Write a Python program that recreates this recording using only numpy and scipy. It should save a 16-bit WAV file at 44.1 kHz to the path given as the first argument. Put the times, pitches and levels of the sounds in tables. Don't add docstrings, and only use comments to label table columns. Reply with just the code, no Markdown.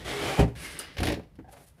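import sys
import numpy as np
from scipy import signal
from scipy.fft import rfft, irfft, next_fast_len
from scipy.io import wavfile

SR = 44100
rng = np.random.default_rng(int(sys.argv[2]) if len(sys.argv) > 2 else 0)


def master(y):
    cut = np.clip(np.atleast_2d(y).T, -1, 1)
    pcm = np.round(cut * 32767)
    wavfile.write(sys.argv[1], SR, pcm.astype(np.int16))


N = 79380


def amp(db):
    return 10 ** (np.asarray(db) / 20)


def unit(x):
    return x / np.sqrt(np.mean(x ** 2) + 1e-20)


def along(points, hz):
    f, values = np.transpose(points)
    return np.interp(np.log(hz + 1), np.log(f + 1), values)


def gains(rows):
    times, *columns = np.transpose(rows)
    return [amp(np.interp(np.arange(N) / SR, times, db)) for db in columns]


def filtered(x, response):
    size = next_fast_len(N + SR // 2)
    return irfft(rfft(x, size) * response(np.fft.rfftfreq(size, 1 / SR)), size)[:N]


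def coloured(x, tone):
    return unit(filtered(x, lambda hz: amp(along(tone, hz))))


def noise(tone):
    return coloured(rng.standard_normal(N), tone)


def resonate(x, peaks):
    return unit(filtered(x, lambda f: sum(amp(db) * 1j * f * width / (hz * hz - f * f + 1j * f * width)
                                          for hz, width, db in peaks)))


def grains(per_s, spread_db):
    size = amp(spread_db * np.minimum(rng.exponential(size=N), 5))
    return (rng.random(N) < per_s / SR) * size * rng.choice([-1, 1], N)


def since(s):
    return np.maximum(np.arange(N) / SR - s, 0)


def strike(s, attack, t60):
    t = since(s)
    return (1 - np.exp(-t / attack)) * amp(-60 * t / t60)


def burst(s, tone, attack, t60):
    return noise(tone) * strike(s, attack, t60)


def ring(s, notes, attack):
    t = since(s)[:round(s * SR) + SR // 2]
    ringing = sum(amp(db + 1.2 * rng.normal() - 60 * t / t60) * np.sin(2 * np.pi * hz * t)
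                  for hz, db, t60 in notes)
    return np.pad(ringing * (1 - np.exp(-t / attack)), (0, N - len(t)))


def damped(notes):
    return [(hz, db, .22 * (hz / 100) ** -.35) for hz, db in notes]


# (t/s, level/dB)
RUMBLE_LEVEL = [(.07, -45), (.19, -55), (.245, -37.5), (.33, -47), (.56, -43.5), (.68, -50.5), (.8, -52),
                (1.33, -55), (1.5, -52), (1.56, -59.5)]
# (f/Hz, level/dB)
RUMBLE_TONE = [(30, -11), (62, 4.5), (95, -6.5), (170, -4), (300, -30.5), (1000, -53)]
AIR_TONE = [(90, 0), (700, -10), (2000, -24), (6000, -34), (15500, -36)]

def background():
    rumble, = gains(RUMBLE_LEVEL)
    return rumble * noise(RUMBLE_TONE) + amp(-66) * noise(AIR_TONE)


# (t/s, level/dB)
CUT_FORCE = [(0, -46), (.045, -49.5), (.05, -40.5), (.1, -33.5), (.19, -36.5), (.27, -31.5), (.32, -33),
             (.37, -35.5), (.42, -35), (.44, -61), (.47, -100)]
# (f/Hz, level/dB)
TEAR_TONE = [(60, -27.5), (140, -2), (210, -17.5), (300, -4.5), (600, -8.5), (950, -13.5), (2060, -14),
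             (3500, -18.5), (7300, -27.5), (10600, -28), (15500, -46)]
# (f/Hz, width/Hz, level/dB)
BLADE_EARLY = [(404, 22, 3), (3300, 400, -13)]
BLADE_LATE = [(402, 24, -4), (630, 55, 2), (775, 35, 1), (1090, 40, -5), (3020, 110, -3.5)]

def cut():
    force, = gains(CUT_FORCE)
    fibres = lambda: grains(per_s=5000, spread_db=1)
    travel = (1 + np.tanh((np.arange(N) / SR - .235) / .035)) / 2
    early = np.sqrt(1 - travel) * resonate(fibres(), BLADE_EARLY)
    late = np.sqrt(travel) * resonate(fibres(), BLADE_LATE)
    tear = coloured(fibres(), TEAR_TONE)
    return force * (tear + amp(-4) * (early + late) + amp(-9) * singing_edge())


# (t/s, f/Hz)
EDGE_PITCH = [(0, 1846), (0.102, 2071), (.48, 2540), (.63, 2137), (.9, 2020)]

def singing_edge(width_hz=65):
    hz = np.interp(np.arange(N) / SR, *np.transpose(EDGE_PITCH))
    jitter = rng.standard_normal(N) + 1j * rng.standard_normal(N)
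    flutter = signal.lfilter([1], [1, -np.exp(-np.pi * width_hz / SR)], jitter)
    return unit(np.real(flutter * np.exp(2j * np.pi * np.cumsum(hz) / SR)))


# (t/s, level/dB)
LANDINGS = [(0.3852, -27), (0.3924, -12), (.427, -22.5), (0.478, -37)]
# (f/Hz, level/dB)
BENCH_NOTES = [(64, -3.5), (117, -1), (149, -1.5), (173, -1.5), (237, -13.5), (290, -12), (330, -13.5),
               (397, -7), (537, -7), (764, -11), (915, -15)]
# (f/Hz, level/dB)
THUD_TONE = [(40, -13), (150, 3.5), (450, 0), (850, -9), (1300, -20.5), (1900, -16.5), (4000, -29),
             (10500, -39.5), (15500, -51)]
CLUNK_TONE = [(100, -9), (400, 1.5), (750, -2.5), (1300, -17), (6000, -42)]

def thud():
    sound = amp(-21) * burst(.377, CLUNK_TONE, attack=.008, t60=.15)
    for s, db in LANDINGS:
        bench = ring(s, damped(BENCH_NOTES), attack=.0019)
        impact = amp(-1) * burst(s, THUD_TONE, attack=.00037, t60=.11)
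        sound += amp(db) * (bench + impact)
    return sound


# (t/s, clack level/dB, tick level/dB)
CLACKS_AND_TICKS = [(0.486, -74, -59.5), (0.795, -40, -37.5), (0.968, -37, -77), (0.982, -31, -47),
                    (1.003, -34.5, -41.5), (1.0307, -26, -33), (1.053, -33, -35.5), (1.069, -26, -38),
                    (1.085, -30, -39.5), (1.1, -32, -57), (1.12, -32, -43.5), (1.14, -36, -64),
                    (1.2316, -60, -80), (1.3543, -65, -67.5)]
# (f/Hz, level/dB)
CLACK_TONE = [(200, -0.5), (650, 4), (1250, -7), (1800, 1), (3400, -3), (5500, -10), (7500, -19),
              (15000, -27.5)]
TICK_TONE = [(1000, -27), (4000, 0), (7500, -8.5), (10000, 1), (12500, -5.5), (15500, -25)]

def clacks_and_ticks():
    return sum(amp(clack_db) * burst(s, CLACK_TONE, attack=.0006, t60=.1)
               + amp(tick_db) * burst(s, TICK_TONE, attack=.0003, t60=.065)
               for s, clack_db, tick_db in CLACKS_AND_TICKS)


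# (t/s, rub level/dB, hiss level/dB)
SCRAPE_LEVELS = [(.547, -91, -104), (.553, -48, -60), (.6, -44.5, -51), (.655, -40, -45.5),
                 (.69, -41, -51.5), (.725, -43.5, -50), (.78, -43, -57), (.82, -41.5, -51),
                 (.87, -46.5, -87), (.96, -52, -66), (.99, -76.5, -96)]
# (f/Hz, level/dB)
RUB_TONE = [(130, -29.5), (300, -3.5), (900, -14.5), (2000, -7.5), (5000, -16), (15000, -66)]
HISS_TONE = [(2500, -40), (5000, -3.5), (7300, -6.5), (9800, 0), (12000, -6.5), (15500, -21)]
# (f/Hz, width/Hz, level/dB)
EDGE_RING = [(1653, 50, 4), (2904, 70, -1.5)]

def scrape():
    rub, hiss = gains(SCRAPE_LEVELS)
    slips = amp(-3) * coloured(grains(per_s=7000, spread_db=-2.5), RUB_TONE)
    catch_db = 10 * np.exp(-((np.arange(N) / SR - .657) / .018) ** 2)
    edge = resonate(grains(per_s=6000, spread_db=3.5), EDGE_RING) + singing_edge()
    return rub * (slips + amp(catch_db - 13.5) * edge) + hiss * noise(HISS_TONE)


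# (f/Hz, width/Hz, level/dB)
STEEL_RING = [(1300, 160, 0), (2890, 45, 6), (4930, 50, 5), (5200, 3500, -16)]
SNAP_PEAK = [(9500, 2600, 0)]

def spring_free(s=.79):
    steel = resonate(rng.standard_normal(N), STEEL_RING) * strike(s, attack=.004, t60=.23)
    bright = resonate(resonate(rng.standard_normal(N), SNAP_PEAK), SNAP_PEAK)
    snap = bright * strike(s, attack=.0001, t60=.04)
    return amp(-38) * steel + amp(-28.5) * snap


# (f/Hz, level/dB, fade time/s)
SWAY_NOTES = [(55, -8, .3), (80, 0, .2)]
# (t/s, frame level/dB, blade clunk level/dB)
KNOCKS = [(1.003, -26.5, -30.5), (1.021, -29.5, -27), (1.056, -30, -29.5), (1.083, -25.5, -27),
          (1.103, -25.5, -28.5), (1.122, -27, -30.5), (1.171, -33, -35), (1.194, -51.5, -36.5)]
# (f/Hz, level/dB)
FRAME_NOTES = [(75, -5), (116, -5.5), (178, -4), (240, -3.5), (298, 0), (430, -8.5), (560, -13.5)]

def top_stop():
    sound = amp(-17.5) * ring(.984, SWAY_NOTES, attack=.012)
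    for s, frame_db, clunk_db in KNOCKS:
        sound += amp(frame_db) * ring(s, damped(FRAME_NOTES), attack=.00087)
        sound += amp(clunk_db) * burst(s, CLUNK_TONE, attack=.00116, t60=.063)
    return sound


# (f/Hz, level/dB, fade time/s)
BED_NOTES = [(262, -2, .06), (310, 0, .06)]
# (f/Hz, level/dB)
PAT_TONE = [(70, 4), (350, -0.5), (1100, -20.5), (2000, -20), (3500, -37), (12000, -52)]

def pat(s=1.388):
    bed = ring(s, BED_NOTES, attack=.0037)
    slap = amp(-8) * burst(s, PAT_TONE, attack=.0011, t60=.09)
    return amp(-28.5) * (bed + slap)


# (t/s, level/dB, f/Hz)
BUCKLES = [(1.443, -51.5, 810), (1.477, -49, 787)]
# (t/s, level/dB)
FLEXES = [(1.482, -52.5), (1.524, -44.5), (1.563, -45), (1.598, -49.5), (1.776, -55.5)]
SLIDE_LEVEL = [(1.46, -100), (1.51, -67.5), (1.527, -54), (1.55, -70), (1.58, -66), (1.64, -60),
               (1.66, -70), (1.678, -57.5), (1.7, -65), (1.73, -79), (1.8, -75)]
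# (f/Hz, level/dB)
FLEX_TONE = [(100, -8), (700, -1.5), (1100, -13), (1800, -13.5), (3000, -19), (15000, -34.5)]
SLIDE_TONE = [(300, -21), (1500, -6.5), (7000, -8.5), (10000, -1.5), (13000, -7), (15500, -20)]

def card():
    hollow = lambda hz: resonate(noise(FLEX_TONE), [(hz, 85, 0), (2 * hz, 85, -5)])
    plips = sum(amp(db) * hollow(hz) * strike(s, attack=.0019, t60=.18) for s, db, hz in BUCKLES)
    flexes = sum(amp(db) * burst(s, FLEX_TONE, attack=.0065, t60=.15) for s, db in FLEXES)
    slide, = gains(SLIDE_LEVEL)
    return plips + flexes + slide * coloured(grains(per_s=4500, spread_db=2), SLIDE_TONE)


# (f/Hz, fade time/s)
ECHO_FADE = [(1000, 0.31), (14000, 0.34)]
# (f/Hz, level/dB)
ECHO_TONE = [(60, -19), (250, -1.5), (1000, -3), (10000, -8.5)]

def room(x):
    hz, t, bands = signal.stft(rng.standard_normal(SR // 2), SR, nperseg=256)
    fade = amp(-60 * t / along(ECHO_FADE, hz)[:, None])
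    _, tail = signal.istft(bands * fade, SR, nperseg=256)
    delayed = np.pad(x, (SR // 250, 0))
    echo = signal.fftconvolve(delayed, tail / np.linalg.norm(tail))[:N]
    return filtered(echo, lambda f: amp(along(ECHO_TONE, f)))


def scene():
    direct = cut() + thud() + scrape() + spring_free() + top_stop() + clacks_and_ticks() + pat() + card()
    mono = direct + amp(-7.5) * room(direct) + background()
    return np.array([mono, mono])


def record(dry):
    thinned = signal.sosfilt(signal.butter(2, 44, "high", fs=SR, output="sos"), dry)
    return np.array([filtered(channel, lambda hz: hz < 15600) for channel in thinned])


dry = scene()
out = record(dry)
master(out)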